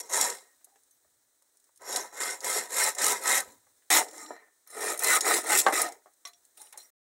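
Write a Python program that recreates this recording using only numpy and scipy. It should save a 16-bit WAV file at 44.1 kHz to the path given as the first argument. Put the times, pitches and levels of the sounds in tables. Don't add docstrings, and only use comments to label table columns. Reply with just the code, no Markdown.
import sys
import numpy as np
from scipy import signal
from scipy.fft import rfft, irfft
from scipy.io import wavfile
from scipy.ndimage import uniform_filter1d

SR = 44100
rng = np.random.default_rng(int(sys.argv[2]) if len(sys.argv) > 2 else 0)


def boost(x):
    u = np.asarray(x, float) / 20
    return 10 ** u


def dump_mix(stems):
    frames = np.atleast_2d(stems).T
    limited = np.clip(frames, -1, 1)
    pcm = np.round(limited * 32767).astype(np.int16)
    wavfile.write(sys.argv[1], SR, pcm)


N = 313851

# [pitch_hz, level_db per Hz]
RASP_COLOUR = [(1410, -28), (2400, -5), (3260, -9.5), (4010, -3.5), (4520, -13.5), (5480, -5.5),
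               (6130, -4.5), (7440, 1), (10500, -9.5), (11700, -4), (12900, -22), (14100, -15.5),
               (14900, -17.5), (15700, -10)]
# [pitch_hz, width_hz, level_db]
STEEL_MODES = [(3420, 25, -7), (4165, 22, 0), (5600, 88, 5.5), (6330, 150, 1.5), (7350, 230, 5),
               (7630, 40, -4.5), (9350, 70, -1.5), (10540, 58, -10.5), (11700, 200, -11.5), (14500, 60, -8)]
# [pitch_hz, width_hz, level_db]
SECOND_BAR_LOW = [(270, 150, -11), (337, 69, -0.5), (390, 50, -1.5), (467, 36, 2), (613, 72, -1),
                  (742, 54, -1.5), (810, 7.5, 5), (865, 170, -5)]
# [pitch_hz, width_hz, level_db]
SECOND_BAR_HIGH = [(1044, 76, 0.5), (1247, 59, 4), (1503, 110, -2), (1586, 79, -4), (1850, 100, 4.5),
                   (2054, 55, 4), (2300, 81, -4.5)]
FULL_DB = -15.5
TOP_HZ = 12300


def evened(x):
    return x / np.sqrt(np.mean(x ** 2) + 1e-20)


def coloured(x, gain_db):
    hz = abs(np.fft.fftfreq(4096, 1 / SR))
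    log_gain = np.maximum(gain_db(hz), -100) * np.log(10) / 20
    minimum_phase = np.exp(np.conj(signal.hilbert(log_gain)))
    taps = np.fft.ifft(minimum_phase).real[:2048]
    return signal.oaconvolve(x, taps)[:len(x)]


def read(points):
    f, db = np.transpose(points)
    return lambda hz: np.interp(np.log(hz + 1), np.log(f + 1), db)


def along(rows):
    s, *columns = np.transpose(rows)
    return [np.interp(np.arange(N) / SR, s, c) for c in columns]


def wander(fast_hz):
    b, a = signal.butter(2, fast_hz / SR * 2)
    return evened(signal.lfilter(b, a, rng.standard_normal(N)))


def ring(x, modes, widen=0.54, drift_db=0.):
    out = np.zeros(len(x))
    for k, (hz, width, db) in enumerate(modes):
        r = np.exp(-np.pi * max(width * widen, 10) / SR)
        drive = x * boost(drift_db * wander(14)) if drift_db else x
        poles = [1, -2 * r * np.cos(2 * np.pi * hz / SR), r * r]
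        out += (-1) ** k * boost(db) * signal.lfilter([1 - r, 0, r - 1], poles, drive)
    return out


def nearest(modes, hz, fall_db):
    return [(f, width, db - fall_db * abs(np.log2(f / hz))) for f, width, db in modes]


def follow(x, hz, width):
    turn = np.exp(2j * np.pi * np.cumsum(hz) / SR)
    r = np.exp(-np.pi * width / SR)
    return 2 * (turn * signal.lfilter([1 - r], [1, -r], x / turn)).real


def add(mix, s, sound):
    part = mix[round(s * SR):][:len(sound)]
    part += sound[:len(part)]


def stroke_db(start, rise, hold, db, fall):
    rise_db, rise_bend, ease_s = 22, 1.42, 0.0095
    t = np.arange(N) / SR - start
    swell = -rise_db * np.clip(1 - t / max(rise, 1e-3), 0, 1) ** rise_bend
    late = np.maximum(t - rise - hold, 0)
    rounded_fall = -fall * (np.hypot(late, ease_s) - ease_s)
    slide = -22 - 130 * late
    level = db + swell + np.maximum(rounded_fall, slide)
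    return np.where(t < 0, -140, np.maximum(level, -140))


def effort_db():
    # [start_s, rise_s, hold_s, level_db, fall_db per s]
    cuts = [(0.09, 0.06, 0.098, -26.5, 176), (1.829, 0.093, 0.068, -35, 210),
            (2.125, 0.13, 0.053, -31.5, 293), (2.412, 0.062, 0.11, -27, 221),
            (2.691, 0.11, 0.078, -22, 469), (2.965, 0.062, 0.081, -21.5, 241),
            (3.208, 0.084, 0.085, -20.5, 437), (3.902, 0.00099, 0.07, -15.5, 400),
            (4.724, 0.15, 0.042, -28, 334), (4.988, 0.099, 0.082, -20.5, 906.5),
            (5.215, 0.066, 0.095, -21.5, 448.5), (5.432, 0.11, 0.057, -19, 800),
            (5.722, .004, 0.08, -25, 244)]
    # [start_s, rise_s,
    # hold_s, level_db, fall_db per s]
    further_strokes = [(0.0, 0.00085, 0.001, -36, 1200), (2.93, .002, .05, -46.5, 200),
                       (5.243, .002, .03, -26, 300), (3.13, .01, .036, -33, 900), (0.02, .002, .05, -54, 99),
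                       (0.093, 0.0038, .02, -39, 198), (1.795, 0.029, .03, -54.5, 200),
                       (2.202, 0.0012, 0.06, -29.5, 295), (2.7065, .002, .02, -39, 300),
                       (2.981, 0.0035, .02, -28, 300), (4.804, .002, .05, -30, 300),
                       (4.998, 0.0023, .03, -32.5, 300), (2.42, .002, .02, -49, 296),
                       (3.442, .002, 0.015, -48.5, 146), (4.105, 0.03, 0.086, -51.5, 252.5),
                       (4.281, 0.0013, 0.042, -59, 143), (4.663, 0.004, .01, -64, 400),
                       (4.695, 0.0027, .08, -60, 295), (5.176, 0.0051, 0.017, -38, 296),
                       (5.574, 0.0025, 0.05, -31, 400), (5.658, 0.0026, .01, -35.5, 152),
                       (6.251, 0.001, 0.025, -46, 800), (6.57, 0.0029, 0.036, -52.5, 91),
                       (6.725, .001, .003, -53, 1200), (6.773, 0.002, 0.0047, -51, 180)]
    strongest = np.max([stroke_db(*row) for row in cuts + further_strokes], axis=0)
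    return uniform_filter1d(strongest, size=40)


def tearing(per_s, spread_db, bite_db, bind_db):
    snaps = boost(spread_db * np.minimum(rng.exponential(1, N), 3.5)) * rng.choice([-1., 1.], N)
    snaps *= rng.random(N) < per_s / SR
    clumps_db = bite_db * wander(320) + bind_db * wander(60)
    return snaps * boost(np.minimum(clumps_db, 4))


def flexing(x, top_db):
    hz, t, z = signal.stft(x, SR, nperseg=512)
    patches = uniform_filter1d(rng.standard_normal(z.shape), size=2, axis=0)
    patches = evened(uniform_filter1d(patches, size=7, axis=1))
    top = np.outer(hz > TOP_HZ, np.interp(t, np.arange(N) / SR, top_db))
    patchy_db = 3.5
    return evened(signal.istft(z * boost(patchy_db * patches + top), SR, nperseg=512)[1][:N])


def blade_rasp(scratch, free, rasp_db, second_scene):
    rasp = evened(coloured(evened(scratch) + boost(-14.0) * free, read(RASP_COLOUR)))
    top_per_db, brush_db = 0.5, -36
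    top_db = np.maximum(top_per_db * (rasp_db - FULL_DB + 6), -3.5)
    top_db = top_db + np.clip(top_per_db * (brush_db - rasp_db), 0, 7)
    top_db = top_db + 3 * second_scene
    rasp = flexing(rasp, top_db)
    hollow_hz, hollow_width_hz = 3000, 1200
    light = np.clip(0.06 * (FULL_DB - rasp_db), 0, .62)
    return rasp - light * follow(rasp, np.full(N, hollow_hz), hollow_width_hz)


def bar_ring(rasp_db, second_scene):
    # [pitch_hz, width_hz, level_db]
    first_bar_low = [(209, 46, -12), (294, 93, -9.5), (406, 80, -1.5), (528, 45, 1.5), (630, 62, -3),
                     (734, 43, 1), (836.6, 17, 3), (977, 55, 2.5)]
    # [pitch_hz, width_hz, level_db]
    first_bar_high = [(1292, 39, -4.5), (1352, 13, -4.5), (1549, 47, -7.5), (1650, 14, -4), (1840, 120, -4.5),
                      (2120, 55, -3.5), (2438, 30, -19)]
    # [time_s, weight_db, lean_db to the upper modes]
    press = [
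        [(0.0, -3, -0.5), (0.12, -1, 0), (0.25, -0.5, -1), (0.45, -7.5, 2.5), (0.7, -2, -4)],
        [(1.8, 4.5, 4), (1.93, 1.5, -2.5), (2.17, -1, 3.5), (2.3, -2.5, 2), (2.5, -1, -1), (2.85, -3.5, 2.5),
         (3.1, -1, -1), (3.33, -2, 2.5), (3.55, -5, -1)],
        [(3.95, -4.5, 3.5), (4.06, 4, -5.5), (4.2, 0, 5.5), (4.33, 8.5, 3), (4.47, 9, 5.5)],
        [(4.69, -7, 11.5), (4.8, 2, -2.5), (5.1, -3, 3.5), (5.3, 2.5, 1), (5.4, -1.5, -1), (5.53, 2, 0),
         (5.61, -13.5, 1.5), (5.69, 15.5, -9), (5.76, -1, 3)],
        [(6.0, 6.5, -6.5), (6.28, -18.5, 17.5), (6.6, -10.5, -1.5), (6.75, -18, 11), (6.8, -10.5, 6)],
    ]
    weight_db, lean_db = along(np.concatenate(press))
    eased_db = FULL_DB - rasp_db
    high_db = weight_db + np.minimum(-6.5 + 0.086 * eased_db, 4)
    low_db = weight_db + np.minimum(-11 + 0.35 * eased_db, 1.2)
    push = tearing(3000, 2.6, 3.0, 0.74)

    def bar(modes):
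        return evened(ring(push, modes, widen=1.1, drift_db=1.8))

    high = np.where(second_scene, bar(SECOND_BAR_HIGH), bar(first_bar_high))
    low = np.where(second_scene, bar(SECOND_BAR_LOW), bar(first_bar_low))
    return boost(high_db + lean_db) * high + boost(low_db) * low


def saw():
    # [time_s, favoured_hz, ring_db over the rasp]
    blade = [(0.0, 8360, 7.5), (0.15, 7660, 1.5), (0.7, 8160, -14.5), (1.93, 6370, 1.5), (2.25, 7620, 0),
             (2.5, 7700, -1.5), (3.1, 7530, -13), (3.95, 7350, -11.5), (4.2, 7450, 6.5), (4.4, 6590, -17),
             (4.69, 9030, -6.5), (5.1, 7900, -8.5), (5.4, 8920, -10.5), (5.6, 7760, -5.5), (5.78, 7840, -8),
             (6.28, 5300, -11), (6.6, 9270, -6.5), (6.8, 7900, -3)]
    rasp_db = effort_db()
    second_scene = np.arange(N) / SR >= 3.8
    free_hz, ring_db = along(blade)
    scratch = tearing(10000, 2.3, 2.3, .8)
    free = evened(follow(scratch, free_hz, 1900))
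    rasp = blade_rasp(scratch, free, rasp_db, second_scene)
    steel = evened(ring(evened(scratch) + boost(1.5) * free, STEEL_MODES, widen=1.8, drift_db=3.5))
    return boost(rasp_db - 3.5) * (rasp + boost(ring_db) * steel + bar_ring(rasp_db, second_scene))


def singing():
    # [start_s, length_s, pitch_hz, level_db]
    bar_sings = [(0, 0.081, 470, -59), (0, 0.069, 940, -62), (0.108, .12, 635, -50),
                 (0.102, 0.17, 893, -42), (.1, .12, 1306, -46.5), (.15, .1, 2083, -44),
                 (0.199, 0.16, 940, -48.5), (0.201, 0.16, 472, -50), (0.362, .2, 1880, -74),
                 (3.43, .16, 270, -70), (.665, .12, 800, -73), (1.845, 0.21, 1548, -53.5),
                 (2.156, 0.214, 1503, -49), (2.153, 0.22, 2097, -48), (2.45, .2, 2084, -53.5),
                 (2.46, 0.13, 1296, -47.5), (2.712, .1, 514, -47), (2.782, 0.14, 875, -41),
                 (2.789, .12, 2140, -37), (2.999, 0.22, 1930, -49), (3.016, .12, 1280, -41.5),
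                 (3.239, .17, 1920, -36), (3.26, .17, 778, -45.5), (3.902, 0.046, 783, -31.5),
                 (3.902, 0.12, 2042, -33), (3.942, .09, 902, -32.5), (3.974, .07, 740, -37),
                 (4.114, 0.23, 310, -59), (4.133, .18, 885, -57.5), (4.207, .08, 1220, -56),
                 (4.75, .2, 442, -44), (4.8, .15, 2400, -51.5), (4.793, 0.098, 750, -52),
                 (5.005, 0.089, 700, -47.5), (4.998, .08, 2507, -47), (5.094, 0.055, 1470, -30.5),
                 (5.053, 0.1, 2031, -33), (5.214, .17, 438, -41.5), (5.296, .05, 1257, -34),
                 (5.307, .04, 1860, -32.5), (5.1, 0.067, 1850, -35.5), (5.473, .1, 2067, -36.5),
                 (5.495, 0.069, 844, -35), (5.497, .07, 1520, -42), (5.49, .11, 2632, -41.5),
                 (5.548, 0.07, 368, -43.5), (5.725, .17, 1258, -39), (5.743, 0.137, 1850, -43.5),
                 (5.777, 0.13, 714, -40.5), (5.718, .1, 2000, -46), (5.73, 0.068, 2586, -46)]
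    # [start_s, length_s, pitch_hz, level_db]
    blade_sings = [(.16, .08, 5670, -40), (6.57, .07, 4100, -71), (1.854, .2, 11430, -56),
                   (1.865, .15, 5530, -47), (2.718, .1, 11660, -46), (3.902, .08, 3735, -38.5),
                   (3.902, .1, 5430, -36.5), (4.098, .27, 7300, -51), (4.12, .25, 5600, -62),
                   (4.14, .12, 8100, -58), (4.14, .12, 7540, -55), (4.14, .12, 6680, -63),
                   (4.122, .3, 4090, -69), (4.68, .14, 9220, -59), (4.697, .12, 7570, -53),
                   (4.675, .13, 4124, -69), (4.675, .13, 5320, -67), (4.804, .15, 11050, -67),
                   (5.03, .13, 4190, -47), (5.206, .1, 6860, -37), (5.306, .1, 10250, -39.5),
                   (5.73, .07, 7530, -37.5), (6.262, .03, 11300, -60), (6.248, .07, 4090, -65),
                   (6.568, .15, 9380, -63), (6.568, .1, 8900, -62.5), (6.6, .08, 10540, -75),
                   (6.767, .11, 7590, -63.5), (6.764, .12, 9300, -68), (6.775, .1, 5700, -62),
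                   (6.774, 0.06, 4150, -61), (0, 0.051, 5670, -54)]
    bar_width_hz, blade_width_hz = 32, 100
    rows = [(*row, bar_width_hz) for row in bar_sings]
    rows += [(*row, blade_width_hz) for row in blade_sings]
    out, drive = np.zeros(N), tearing(5000, 2.5, 2.5, 1.5)
    for s, length, hz, db, width in rows:
        part = drive[round(s * SR):][:round(length * SR)]
        tone = evened(ring(part, [(hz, width, 0)], widen=0.72))
        swell = np.sin(np.linspace(.15, np.pi, len(part))) ** 0.6
        add(out, s, boost(db + 2.0) * tone * swell)
    return out


def air():
    # [pitch_hz, level_db per Hz]
    hush_colour = [(20, -20), (100, -21.5), (150, -35.5), (260, -10), (600, -10.5), (1100, -14),
                   (1900, -11), (2700, -24.5), (4000, -14), (4700, -17), (7700, -2), (10400, -15.5),
                   (13100, -14), (15500, -11.5)]
    # [time_s, level_db]
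    hush_level = [(0.5, -66), (1.3, -69.5), (3.7, -65.5), (4.6, -68.5), (6.2, -67.5), (6.55, -66)]
    z = rfft(rng.standard_normal(N)) * boost(read(hush_colour)(np.fft.rfftfreq(N, 1 / SR)))
    return evened(irfft(z, N)) * boost(along(hush_level)[0] + .8 * wander(12))


def rumble():
    # [time_s, level_db, half_length_s]
    gusts = [
        (1.097, -93, .12),
        (1.85, -86, .06),
        (2.15, -83.5, .05),
        (3.448, -81.5, .12),
        (3.645, -87.5, .12),
        (5.75, -80.5, .05),
    ]
    still_db, shake_db, shake_share = -103, -79, 0.52
    band = signal.butter(2, [60, 135], "band", fs=SR, output="sos")
    low = signal.sosfilt(band, rng.standard_normal(N))
    smooth_db = uniform_filter1d(effort_db(), size=3000)
    shake = boost(shake_db + shake_share * (smooth_db - FULL_DB))
    t = np.arange(N) / SR
    wind = sum(boost(db) * np.exp(-((t - s) / half) ** 2) for s, db, half in gusts)
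    out = evened(low) * boost(3.0 * wander(8)) * (boost(still_db) + shake + wind)
    thump_s, thump_db, thump_length_s = 3.902, -54, .012
    add(out, thump_s, boost(thump_db) * np.exp(-np.arange(4000) / SR / thump_length_s))
    return out


def yard(x):
    t = np.arange(SR // 3) / SR
    echoes = (rng.random(len(t)) < 2000 / SR) * rng.choice([-1., 1.], len(t))
    tail = echoes * boost(-60 * t / 0.053) * (t > .004)
    return signal.oaconvolve(x, tail / np.linalg.norm(tail))[:N]


def ticks():
    # [time_s, peak_db, centre_hz, ring_db over the tick]
    taps = [(0.645, -34, 10500, -11), (2.4059, -24, 6060, -3), (2.95, -25, 8500, 3),
            (4.0848, -34, 5600, -1), (4.2618, -38, 4300, -5.5), (4.6742, -39, 11800, 0),
            (4.7027, -37, 9450, -5), (4.7137, -37, 9260, -5), (4.1117, -34, 6870, -5), (4.18, -30, 7220, 2),
            (4.2284, -36, 7290, -1), (4.365, -49, 5930, -3), (0.06, -49, 6300, -12), (0.385, -40, 5020, -8),
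            (5.208, -10, 6600, -2), (6.2524, -29, 3420, 7), (6.273, -33, 4100, 4), (6.317, -61, 15120, -13),
            (6.334, -43, 4100, 3), (6.671, -49, 2900, -12), (6.575, -50.5, 2900, -12),
            (6.573, -44, 9350, -5), (6.574, -43, 14800, -17), (6.6168, -32, 9330, -8),
            (6.726, -37, 9420, -8), (6.7753, -28, 9400, 1)]
    # [time_s, peak_db, centre_hz]
    catches = [(0.134, -13.5, 7550), (0.173, -15, 7470), (0.212, -5, 7210), (0.3, -18, 6500),
               (0.326, -29, 5800), (0.342, -38, 5740), (1.8844, -36, 8020), (1.899, -36, 5570),
               (1.926, -24, 5610), (1.961, -10, 6300), (1.969, -18.5, 7500), (2.235, -19, 5540),
               (2.7222, -24, 8180), (3.4033, -17, 8460), (4.7671, -36, 9230), (4.806, -33, 7000),
               (4.8354, -30, 9370), (5.4411, -29, 9330), (5.47, -24.5, 9220), (5.5049, -17.5, 8130),
               (5.5293, -13.5, 9300), (5.845, -28, 7000), (5.866, -29.5, 6000), (5.888, -31.5, 7000),
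               (2.203, -27, 7830), (2.4448, -15, 7540), (2.7065, -28.5, 7870), (2.784, -15.5, 8110),
               (2.838, -11.5, 8100), (3.043, -9, 7350), (3.0654, -10, 8330), (3.082, -10.5, 7270),
               (3.1204, -15.5, 9500), (3.237, -25.5, 9100), (4.976, -24, 9400), (4.9928, -14, 9460),
               (5.022, -22, 9070), (5.036, -12.5, 11400), (5.0446, -10, 7670), (5.5774, -11.5, 7500),
               (5.5874, -4.5, 8890), (5.597, -17, 8750), (5.615, -17, 7150), (5.665, -19, 3750),
               (5.684, -25, 6520), (5.7953, -17.5, 7570), (5.8176, -7.5, 9790), (5.9224, -31, 7330)]
    # [time_s, peak_db]
    grit = [(0.7594, -51), (0.835, -49), (0.91, -50), (1.4232, -51), (1.571, -50), (1.5998, -51),
            (1.6417, -50.5), (1.76, -46), (1.775, -45), (1.819, -42), (3.5206, -44), (6.1365, -52),
            (6.4515, -43)]
    tap_t60, catch_t60 = 0.035, 0.032
    rows = [(*row, tap_t60) for row in taps]
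    rows += [(*row, -11, catch_t60) for row in catches]
    rows += [(*row, 8000, -7, tap_t60) for row in grit]
    out, t = np.zeros(N), np.arange(6000) / SR
    for s, db, hz, steel_db, t60 in rows:
        burst = rng.standard_normal(len(t)) * boost(-60 * t / t60) * np.minimum(t / 0.001, 1)
        tick = evened(coloured(burst, lambda f: 0.59 * read(RASP_COLOUR)(f)
                               - 13 * abs(np.log2((f + 1) / hz))))
        steel = evened(ring(burst, nearest(STEEL_MODES, hz, 8.0), widen=.8))
        tick += boost(steel_db) * steel
        add(out, s - .001, boost(db - 2.0) * tick / abs(tick).max())
    return out


def knocks():
    # [time_s, peak_db, favoured_hz, t60_s]
    blows = [(0.614, -60, 1200, 0.03), (0.672, -55, 470, 0.4), (0.758, -57, 430, 0.12),
             (0.759, -52, 1700, 0.06), (1.049, -58.5, 630, 0.12), (1.421, -61, 910, 0.12),
             (1.553, -63, 350, 0.034), (1.693, -55, 900, 0.03), (3.67, -53, 810, 0.067),
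             (3.823, -58.5, 1710, 0.076), (4.307, -23, 458, 0.14), (5.666, -2, 783, 0.14),
             (6.06, -39, 717, 0.22), (6.252, -37, 1126, 0.16), (6.614, -45, 810, 0.15),
             (6.671, -55, 860, 0.12), (6.728, -43, 2160, 0.1), (6.742, -43, 850, 0.1),
             (6.757, -45, 867, 0.12), (6.777, -44, 870, 0.2)]
    out, t = np.zeros(N), np.arange(10000) / SR
    for s, db, hz, t60 in blows:
        rattle = 0.07 * rng.standard_normal(len(t)) * np.exp(-t / .03)
        blow = t / 0.0002 * np.exp(-t / 0.0001) + rattle
        thump = ring(blow, [(hz, 0.65 * hz, 0), (1.92 * hz, 1.4 * hz, 0), (0.63 * hz, 0.39 * hz, -4)])
        spot = ring(blow, [(hz, 35, 0)])
        bar = ring(blow, nearest(SECOND_BAR_LOW + SECOND_BAR_HIGH, hz, 6.0), widen=1.2)
        wood = evened(thump) + boost(-4.0) * evened(spot) + boost(-1.0) * evened(bar)
        wood *= boost(-30 * t / max(t60, .01))
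        add(out, s - .001, boost(db - 4.0) * wood / abs(wood).max())
    return out


def pings():
    # [time_s, pitch_hz, level_db, t60_s]
    tones = [(4.419, 1806, -58.5, 0.31), (4.271, 5000, -67, 0.24), (6.253, 1150, -45, 0.13),
             (6.255, 700, -56.5, 0.33), (6.255, 2000, -53, 0.17), (5.668, 764, -26, 0.25),
             (5.668, 812, -25, .3), (5.668, 903, -25, .2), (0.908, 11700, -66, .25),
             (0.908, 6300, -60, .12), (5.6, 2700, -45.5, .12), (6.6, 859, -53, 0.2), (6.742, 853, -50, .09),
             (6.256, 3450, -58, 0.15), (6.254, 4150, -53, .12), (6.34, 5700, -57, 0.098),
             (6.62, 11800, -70, .5), (6.62, 5700, -58, .2), (6.777, 13700, -63, 0.89)]
    out, t = np.zeros(N), np.arange(SR // 2) / SR
    for s, hz, db, t60 in tones:
        fade = boost(db - 60 * t / t60) * np.minimum(t / 0.003, 1)
        add(out, s, fade * np.sin(2 * np.pi * hz * t))
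    return out * boost(2.0 * wander(60))


def scene():
    near = saw() + singing() + ticks() + knocks() + pings()
    near = signal.sosfilt(signal.butter(8, 209, "high", fs=SR, output="sos"), near)
    echoes = boost(-19) * yard(near)
    return (near + echoes + air() + rumble())[None]


def microphone_port(x):
    # [pitch_hz, width_hz, level_db]
    port = [(2052, 1300, -0.5), (3970, 700, 3.5), (4600, 270, -2.5), (2900, 650, 1), (7350, 1100, -6),
            (9220, 370, 6), (11400, 250, 2.5), (13000, 700, -4), (15510, 400, 2.5)]
    return coloured(x, lambda hz: sum(db / (1 + (2 * (hz - f) / width) ** 2) for f, width, db in port))


def masked(x):
    hz, _, z = signal.stft(x, SR, nperseg=1024)
    power = uniform_filter1d(abs(z) ** 2, size=7, axis=1)
    bright = power[(hz > 7000) & (hz < TOP_HZ)].mean(0)
    bands = power[1:].reshape(-1, 4, power.shape[1]).mean(1)
    bands = np.vstack([power[:1], np.repeat(bands, 4, axis=0)])
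    weak = bands < bright * boost(2 * -20.5)
    top = ((hz > TOP_HZ) & (hz < 15300))[:, None]
    return signal.istft(np.where(weak & top, 0, z), SR, nperseg=1024)[1][:N]


def band_limit(x):
    return signal.sosfilt(signal.butter(12, 15950, fs=SR, output="sos"), x)


def record(dry):
    heard = microphone_port(dry[0])
    top_edge = signal.firwin(1201, 15800, window=("kaiser", 7), fs=SR)
    heard = signal.oaconvolve(heard, top_edge, "same")
    heard = masked(.9 * np.tanh(heard / .9))
    end_s, fade_s = 6.905, 0.0045
    heard *= np.clip((end_s - np.arange(N) / SR) / fade_s, 0, 1)
    return band_limit(heard[None])


dry = scene()
out = record(dry)
dump_mix(out)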